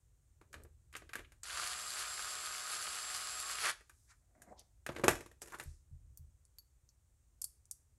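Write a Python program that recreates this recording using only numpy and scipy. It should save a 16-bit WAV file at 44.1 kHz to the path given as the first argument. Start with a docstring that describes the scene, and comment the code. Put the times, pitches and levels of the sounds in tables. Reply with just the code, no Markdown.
"""In a quiet workshop, a cordless screwdriver drives a screw through a circuit board into sheet metal, close by.
The bit clicks into the screw head; the motor spins up, sags as the thread binds, and grinds as the screw seats.
The tool is laid on the chassis and rocks to rest, a metal strip is picked up, the bench is bumped, parts tick.
Shaft-locked tones and gear-gated noise make the tool; filtered noise bursts and damped modes make the contacts."""
import sys
import numpy as np
from scipy import signal
from scipy.fft import rfft, irfft, next_fast_len
from scipy.io import wavfile
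from scipy.ndimage import map_coordinates

SR = 44100
rng = np.random.default_rng(int(sys.argv[2]) if len(sys.argv) > 2 else 0)


def store_wav(level_fs):
    """Save 16-bit WAV to argv[1]."""
    pcm = np.round(np.clip(np.atleast_2d(level_fs), -1, 1) * 32767)
    wavfile.write(sys.argv[1], SR, pcm.T.astype(np.int16))


N = 351902

TRIGGER_S = 1.432  # the trigger is pressed
FREE_HZ = 417.1  # turns per second of the unloaded motor


def amp(db):
    """Level to gain: 20 dB is a factor of ten in amplitude."""
    return 10 ** (np.asarray(db) / 20)


def unit(x):
    """Normalisation: x at rms 1."""
    return x / np.sqrt(np.mean(x ** 2) + 1e-20)


def along(points, hz):
    """Linear interpolation of (frequency, value) points on a logarithmic frequency axis."""
    f, v = np.transpose(points)
    return np.interp(np.log(hz + 1), np.log(f + 1), v)


def wobble(rate):
    """Slow modulation: a smooth random curve through `rate` normal knots a second."""
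    knots = rng.standard_normal(int(N * rate / SR) + 4)
    return map_coordinates(knots, [np.arange(N) * rate / SR])


def swells(rows):
    """Superposition of Gaussian rises, each (middle_s, half_width_s, height)."""
    t = np.arange(N) / SR
    return sum(height * np.exp(-((t - middle) / half) ** 2) for middle, half, height in rows)


def coloured(x, spectrum):
    """Minimum-phase filtering: unit power gain, falling away outside the (hz, level_db) points."""
    m = next_fast_len(len(x) + 4096)
    hz = np.fft.rfftfreq(m, 1 / SR)
    skirted = [(spectrum[0][0] / 2, -90), *spectrum, (spectrum[-1][0] * 2, -90)]
    gain = amp(along(skirted, hz))
    # folding the cepstrum onto positive times makes the filter causal
    cepstrum = irfft(np.log(unit(gain) + 1e-6), m)
    cepstrum[1:m // 2] *= 2
    cepstrum[m // 2 + 1:] = 0
    response = np.exp(rfft(cepstrum))
    return irfft(rfft(x, m) * response, m)[:len(x)]


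def rush(spectrum, grit_db=0):
    """Broadband noise of rms 1; grit breaks it into tiny contacts before it is coloured."""
    grains = rng.standard_normal(N) * amp(grit_db * wobble(1500))
    return unit(coloured(grains, spectrum))


def fade(t, t60):
    """Exponential damping: 60 dB down after t60 seconds."""
    return np.exp(-np.log(1000) * t / max(t60, 1e-4))


def ring(modes, t, detune=0):
    """Modal synthesis: damped sines whose strength and pitch change with the point of contact."""
    out = 0
    for hz, db, t60 in modes:
        strength = amp(db + rng.normal(0, 3))
        pitch = hz * (1 + detune * rng.standard_normal())
        out = out + strength * fade(t, t60) * np.sin(2 * np.pi * pitch * t)
    return out


def burst(t, crack, buzz_db, t60, rise):
    """Contact force: a brief noisy crack, then the dying buzz of loose parts (crack and rise are t60s)."""
    envelope = fade(t, crack) + amp(buzz_db) * fade(t, t60)
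    return (1 - fade(t, rise)) * envelope * rng.standard_normal(len(t))


def add(track, s, sound):
    """Superposition: mix a sound into a track at s seconds."""
    part = track[max(round(s * SR), 0):][:len(sound)]
    part += sound[:len(part)]


def background():
    """Background noise: low rumble of building and bench, swelling as things are handled, under steady hiss."""
    # noise colours: hz, density_db (relative)
    rumble = [(20, -24), (35, -8), (60, -1), (107, -10), (140, -15.5), (175, -29.5), (340, -36.5),
              (600, -45)]
    hiss = [(200, 7), (400, 4.5), (750, 0.5), (1500, -2), (3000, -7), (5000, -7), (6800, 2), (8800, 2),
            (10000, -5), (15500, -10.5)]
    # the bench trembles as hands move things about: middle_s, half_width_s, extra_rumble_db
    trembles = [(1.1, 0.91, 5.5), (5.1, .25, 9.5), (6.1, 0.25, 9)]
    return amp(-70.5 + swells(trembles)) * rush(rumble) + amp(-82.5) * rush(hiss)


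def workshop(x):
    """Diffuse reverberation: a noise tail in which each frequency dies at its own speed."""
    # decay of the room: hz, t60_s
    room = [(150, .35), (1500, 0.28), (6000, .38), (14000, .25)]
    hz, t, z = signal.stft(rng.standard_normal(SR // 2), SR, nperseg=256)
    decay = np.exp(-np.log(1000) * t / along(room, hz)[:, None])
    tail = signal.istft(z * decay, SR, nperseg=256)[1]
    delay = round(.005 * SR)
    response = np.pad(tail / np.linalg.norm(tail), (delay, 0))
    return signal.fftconvolve(x, response)[:N]


def bumps():
    """Low-frequency plate modes: soft pushes make the bench top boom."""
    # pushes against the bench: start_s, level_db (relative)
    pushes = [(0.549, -52), (.63, -55.5), (.71, -58.5), (1.191, -56.5), (5.087, -41.5), (5.659, -40.5),
              (5.913, -43), (5.935, -50), (6.194, -49)]
    # boom of the bench top: mode_hz, level_db, t60_s
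    bench = [(41, -5, .4), (76, 1, .3), (129, -3, .18)]
    out, t = np.zeros(N), np.arange(SR // 2) / SR
    for s, db in pushes:
        add(out, s, amp(db) * (1 - fade(t, 0.048)) * ring(bench, t))
    return out


def ticks():
    """Impact on small stiff bodies: a bright snap and a thin steel ring."""
    # trigger and small metal parts: start_s, level_db, brightest_hz, ring_db (levels relative)
    small_contacts = [(.636, -48, 10300, -31), (1.4332, -30.5, 6600, -18), (4.594, -44, 9000, -30),
                      (5.637, -42.5, 11000, -17), (6.174, -40, 11800, -22.5), (6.452, -53, 8200, -19),
                      (6.585, -43.5, 11910, -4), (6.89, -49.5, 5600, -17), (7.4157, -31.5, 9600, -24),
                      (7.4191, -26, 9500, -24), (7.442, -26.5, 8600, -20), (7.4445, -28, 10400, -21),
                      (7.655, -53, 8000, -24), (7.7118, -26, 9200, -32)]
    # bending modes: multiple of the lowest ring, level_db, t60_s
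    steel = [(1, -3, 0.08), (1.075, -10, .06), (1.47, -14, .08), (2.24, -11.5, .06), (2.56, -5, .1),
             (2.76, -8, .08)]
    lowest_hz = 4493
    modes = [(k * lowest_hz, level, t60) for k, level, t60 in steel]
    out, t = np.zeros(N), np.arange(SR // 3) / SR
    for s, db, hz, ring_db in small_contacts:
        snap = burst(t, crack=0.0059, buzz_db=-14.5, t60=0.06, rise=.001)
        # small parts radiate little below their first bending mode
        colour = [(700, -34), (1250, -25), (2000, -38), (3000, -30), (4300, -19), (4900, -8),
                  (max(hz, 5000), 0), (1.3 * hz, -2), (1.4 * hz, -17), (1.7 * hz, -32)]
        bright = amp(db - 3.0) * coloured(snap, colour)
        add(out, s, bright + amp(db + ring_db - 5) * ring(modes, t, detune=.01))
    return out


def slide(start, end, db, rise, fall):
    """Exponential envelope: rises, holds from start to end and dies; rise and fall are t60s."""
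    t = np.arange(N) / SR
    return amp(db) * fade(np.maximum(start - t, 0), rise) * fade(np.maximum(t - end, 0), fall)


def rubbing():
    """Stick-slip friction: skin catches and slips on the board; the strip's edge drags over the chassis."""
    # hand off the board, then strip: start_s, end_s, level_db, rise_t60_s (negative = sudden), fall_t60_s
    hand_slide = (4.44, 4.5, -63, 0.47, .5)
    strip_drag = (5.5, 5.5, -60.5, -0.1, 0.22)
    # friction colours: hz, density_db (relative)
    palm = [(150, -6.5), (260, 0), (450, -11), (600, -2), (720, 3.5), (850, -13.5), (2100, -13.5),
            (3000, -46), (8000, -24)]
    strip_edge = [(200, -1), (400, 11), (700, -2), (1300, -0.5), (3200, -3), (7000, -6.5), (12000, -5),
                  (15000, -20.5)]
    hand = slide(*hand_slide) * unit(amp(4.4 * wobble(55)) * rush(palm, grit_db=5.5))
    strip = slide(*strip_drag) * amp(1.5 * wobble(60)) * rush(strip_edge, grit_db=4.0)
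    return hand + strip


def scrapes():
    """Sliding friction: each short scrape swells and dies as gritty noise around one pitch."""
    # tool, fingers and strip over the chassis: middle_s, half_width_s, level_db, centre_hz
    short_slides = [(0.588, 0.069, -65.5, 393), (1.19, 0.02, -60, 2360), (1.251, .008, -60, 2600),
                    (3.78, 0.045, -71, 1937), (4.019, 0.15, -76.5, 8660), (4.108, 0.019, -66.5, 7000),
                    (4.117, 0.027, -68, 1810), (4.526, 0.0074, -55, 712), (4.54, .08, -68, 760),
                    (4.598, .018, -63, 5130), (5.427, .009, -52, 7550), (5.541, 0.015, -47, 1350),
                    (5.66, 0.11, -70, 7800)]
    out = np.zeros(N)
    t = np.arange(-SR // 3, SR // 3) / SR
    for s, half, db, hz in short_slides:
        grit = rng.standard_normal(len(t)) * amp(1.5 * wobble(900)[:len(t)])
        colour = [(hz / 3, -20), (hz / 1.5, -3), (hz, 0), (1.3 * hz, -6), (1.8 * hz, -24)]
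        band = unit(coloured(grit, colour))
        add(out, s + t[0], amp(db) * np.exp(-(t / half) ** 2) * band)
    return out


def contacts(count=4):
    """Impact sequences: single knocks, even fading contacts of the rocking tool, random jostling."""
    # bit, tool and strip on the chassis: start_s, level_db, thud_db, chink_db (levels relative)
    single = [(0.413, -55, -6, -15.5), (0.529, -46, -32, -8), (0.541, -38, -16.5, -19.5),
              (0.927, -52, -28, -7), (0.938, -41.5, -29, -22), (0.952, -32.5, -25, -21),
              (0.965, -39, -21.5, -7), (1.02, -50, -6.5, -30), (1.092, -43, -22, -19),
              (1.133, -31.5, -37, -16.5), (1.154, -31.5, -20.5, -13.5), (1.32, -52.5, -15, -9.5),
              (3.808, -53, -12, -14), (3.895, -48.5, -27, -10), (4.419, -52.5, -16, -1),
              (4.864, -31, -20.5, -13.5), (4.89, -33.5, -4.5, -26.5), (4.963, -31, -13.5, -24),
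              (4.995, -41, 0.5, -17.5), (5.037, -25.5, -1, -25), (5.041, -25, -3, -11),
              (5.081, -12.5, -10.5, -11.5), (5.11, -33, -9.5, -5.5), (5.133, -39, -3.5, -11),
              (5.418, -41, -8, -4), (5.543, -40, -14, -25), (5.598, -33, -14.5, -13.5)]
    # first contact of the tool rocking to rest on its side: the same columns
    rock = (5.1535, -37, -9.5, -11)
    rock_period_s, rock_loss_db = .0535, 5.5  # from one contact to the next
    # parts jostled as they are handled: start_s, end_s, typical_level_db, thud_db, chink_db
    jostles = [(0.549, .66, -59.5, -5, -18), (1.16, 1.21, -49, -12, -17), (4.87, 5.03, -49.5, -4, -13),
               (5.42, 5.64, -51.5, -9.5, -5.5)]
    jostle_per_s, scatter_db = 60, 2.5  # pace of the contacts (median gap 1/60 s), spread of their levels

    s, db, thud_db, chink_db = rock
    rows = list(single)
    for k in range(count):
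        rows.append((s + k * rock_period_s, db - k * rock_loss_db, thud_db, chink_db))
    for start, end, db, thud_db, chink_db in jostles:
        gaps, sizes = rng.standard_normal((64, 2)).T
        times = start + np.cumsum(np.exp(.5 * gaps)) / jostle_per_s
        rows += [(s, db + scatter_db * size, thud_db, chink_db) for s, size in zip(times, sizes) if s < end]
    return rows


def knocks():
    """Impact excitation: each contact shakes the chassis low, middle and high and rings its modes."""
    # chassis under a blow, low, middle and high: hz, density_db (relative)
    thud_colour = [(40, -15.5), (90, -10), (125, 0), (170, -10), (260, -7), (340, 0.5), (400, -1.5),
                   (480, -4), (600, -5.5), (760, -10.5), (950, -11), (1400, -15)]
    clack_colour = [(400, -23), (760, -7.5), (920, -11), (1050, -6.5), (1220, 1.5), (1400, -1.5), (1580, 5),
                    (2100, 0), (2450, -1.5), (3000, -7), (4500, -11.5), (7000, -23.5)]
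    chink_colour = [(3000, -30.5), (5200, -3.5), (7000, 3), (9000, 1.5), (11500, -1), (13000, -7),
                    (15800, -21)]
    # ring of the whole panel and of its stiff edges: mode_hz, level_db, t60_s
    panel = [(322.4, -4.5, 0.45), (466, -2, 0.13), (920, -3, .14), (1184, 1.5, 0.15), (1574, -7.5, 0.17),
             (1820, -8.5, 0.24), (2503, -6, 0.18)]
    edges = [(6700, -8, .15), (6955, -4.5, 0.17), (11300, -2, .12), (11490, -3.5, 0.17)]
    thud, clack, chink, modes = np.zeros((4, N))
    t = np.arange(SR // 3) / SR
    for s, db, thud_db, chink_db in contacts():
        low = burst(t, crack=0.015, buzz_db=-3, t60=.13, rise=0.0018)
        middle = burst(t, crack=.024, buzz_db=-8.5, t60=0.13, rise=.001)
        high = burst(t, crack=0.02, buzz_db=-7.5, t60=0.1, rise=.004)
        add(thud, s, amp(db + thud_db + 16) * np.ones(1))  # one-sample blow
        add(thud, s, amp(db + thud_db - 1.0) * low)
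        add(clack, s, amp(db - 9.0) * middle)
        add(chink, s, amp(db + chink_db) * high)
        panel_ring = amp(db - 29.5) * ring(panel, t, detune=0.011)
        edge_ring = amp(db + chink_db - 18.0) * ring(edges, t, detune=.012)
        add(modes, s, panel_ring + edge_ring)
    blows = coloured(thud, thud_colour) + coloured(clack, clack_colour) + coloured(chink, chink_colour)
    # the loose sheets touch as they ring, which roughens the tones
    return blows + modes * (1 + wobble(160)) / np.sqrt(2)


def motor():
    """Torque balance: thread load, seating (0-1) and shaft speed (Hz); load slows the shaft, a brake stops it."""
    seat_s, release_s = 3.575, 3.7033  # the screw head starts to seat, the trigger is let go
    # a quick spin-up, then a creep to full speed: missing_hz at the start, time_constant_s
    spin_up = [(150, .055), (10, .55)]
    # the screw binds in its thread: middle_s, half_width_s, load (1 = a firm bind)
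    binds = [(1.64, .11, .9), (2.0, 0.061, 1.05), (2.2, .015, .9), (2.29, 0.046, 0.52), (2.47, 0.041, 0.62),
             (2.59, .035, .45), (2.73, .04, 1.35), (2.83, 0.049, 0.78), (2.96, .04, .7), (3.14, .045, 0.87),
             (3.25, .04, 0.36), (3.52, .05, 0.83)]
    sag_hz, inertia_s = 2.2, .015  # speed lost at load 1, and its lag behind the load
    seat_rise_s, seat_sag_hz_per_s, brake_s = .085, 400, .024

    t = np.arange(N) / SR
    running, sinking, braking = (np.maximum(t - s, 0) for s in (TRIGGER_S, seat_s, release_s))
    load = swells(binds)
    seated = np.minimum(sinking / seat_rise_s, 1)
    speed = FREE_HZ - sum(hz * np.exp(-running / tau) for hz, tau in spin_up)
    speed = speed - sag_hz * np.interp(t - inertia_s, t, load) - seat_sag_hz_per_s * sinking
    return load, seated, np.maximum(speed, 0) * np.exp(-braking / brake_s)


def seating():
    """Rotary friction: the turning screw head grinds on the board, harder as it is drawn down."""
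    # grinding colour: hz, density_db (relative)
    grind = [(350, -12), (700, -10), (1000, -9), (1250, -1), (1450, 2), (1750, -2), (2100, -3), (2800, -16)]
    _, seated, speed = motor()
    return amp(-40) * (seated * speed / FREE_HZ) ** 2 * rush(grind, grit_db=4)


def tones(orders, speed, flutter_db, slack):
    """Order tones: shaft multiples, fluttering in level and phase, lifted near the motor can's resonance."""
    can_hz, can_width_hz, can_db = 7470, 280, 12.5
    turns = np.cumsum(speed) / SR
    out = 0
    for k, db in orders:
        lift_db = can_db / (1 + ((k * speed - can_hz) / can_width_hz) ** 2)
        level = amp(db + lift_db + flutter_db * wobble(14)) * np.sqrt(2)
        phase = np.pi * round(2 * k) * turns + slack * wobble(45)  # orders in half steps
        out = out + level * np.sin(phase)
    return out


def strokes(turns, sharp, scatter_db):
    """Periodic impact: one sharp bite of uneven strength in every turn, at about rms 1."""
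    strength = unit(amp(scatter_db * rng.standard_normal(8192)))
    bite = np.sqrt(2 * sharp) * np.exp(-sharp * (turns % 1))
    return bite * strength[turns.astype(int) % len(strength)]


def imprint(turns, size):
    """Periodic roughness: the same random wheel profile of `size` points passes on every turn."""
    profile = unit(rng.standard_normal(size))
    return map_coordinates(profile, [turns % 1 * size], mode="grid-wrap")


def screwdriver():
    """Gear-mesh excitation: the motor whines; biting teeth rattle the housing, harder with speed and load."""
    # tones of the motor, then of the planet gears: multiple of the wheel's turn, level_db (relative)
    motor_orders = [(.5, -24), (1, -26), (1.5, -11.5), (2, -26), (2.5, -19.5), (3, -0.5), (6, -10.5),
                    (9, -14), (12, -4.5), (17, -13), (18, -8.5), (19, -7), (21, -10), (32, -27)]
    gear_orders = [(3, -27), (4, -27), (6, -12.5), (7, -27), (9, -6.5), (10, -11.5), (36, -9.5)]
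    # plastic housing, then gear teeth: hz, density_db (relative)
    housing = [(100, -21), (260, -30.5), (340, -20.5), (600, -16), (950, -13.5), (1250, -2.5), (1450, -3),
               (2100, -8.5), (3300, -10.5), (4500, -16), (7000, -22)]
    teeth_colour = [(1500, -21.5), (3900, -3.5), (4500, 3.5), (5600, -3), (6700, -1.5), (7400, 0),
                    (8100, -2.5), (8700, -1.5), (9700, -3), (11100, 0.5), (12000, -15), (13500, -21.5),
                    (15800, -29)]
    # rattle: free_db (before trim), extra_db at load 1, extra_db when seated, power of the speed
    growl_law = (-49.5, 3.5, 14.5, 1.55)
    chatter_law = (-47.5, 3.5, 10, 2)
    planet_ratio = 8 / 27  # planet turns per motor turn
    settle_power = 7  # tones grow with this power of the speed: slow gears only rattle
    first_cut = [(1.578, 0.082, 5.5)]  # the tip cuts its first thread: middle_s, half_width_s, extra_db

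    load, seated, speed = motor()
    pace = speed / FREE_HZ * (np.arange(N) / SR > TRIGGER_S)
    turns = np.cumsum(speed) / SR
    planet = turns * planet_ratio

    def effort(db, load_db, seat_db, power):
        """Level law: load and seating add decibels, speed acts as a power."""
        return amp(db + load_db * load + seat_db * seated) * pace ** power

    planet_bite = .5 * strokes(planet, sharp=9, scatter_db=3.0)
    loose_bite = 0.23 * strokes(turns / 2, sharp=5.5, scatter_db=6.0)
    grit = amp(3.3 * wobble(1500)) * rng.standard_normal(N)
    teeth = unit(np.sqrt(1 + planet_bite ** 2 + loose_bite ** 2) * grit)
    # part of the meshing repeats exactly with the wheels, which combs the rattle with fine lines
    mesh = .3 * imprint(turns / 2, size=200) + .25 * imprint(planet, size=340)
    mesh = mesh * pace ** settle_power

    shell = unit(rush(housing, grit_db=4.5) + coloured(mesh, housing))
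    growl = effort(*growl_law) * amp(swells(first_cut) - 0.88) * shell
    chatter = effort(*chatter_law) * amp(0.86 * wobble(25) - 0.8) * unit(coloured(teeth + mesh, teeth_colour))
    whine = tones(motor_orders, speed, flutter_db=0.8, slack=.15)
    whine = whine + tones(gear_orders, speed * planet_ratio, flutter_db=3.5, slack=0.3)
    # the tones sink by 16 dB as the screw seats
    return growl + chatter + amp(-57 - 16 * seated) * pace ** settle_power * whine


def scene():
    """Superposition of direct and diffuse sound: all sources on the bench, with a little of the room."""
    tool = screwdriver() + seating()
    handling = knocks() + rubbing() + scrapes()
    small = ticks()
    room = workshop(amp(-17.0) * tool + amp(-13.5) * handling + amp(-17) * small)
    return (tool + handling + small + room + bumps() + background())[None]


def record(dry):
    """Band limitation: an ideal low-pass keeps nothing from its cutoff up."""
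    top_hz = 15800
    m = next_fast_len(N + SR // 2)
    passed = np.fft.rfftfreq(m, 1 / SR) < top_hz
    return irfft(rfft(dry, m) * passed, m)[..., :N]


dry = scene()
out = record(dry)
store_wav(out)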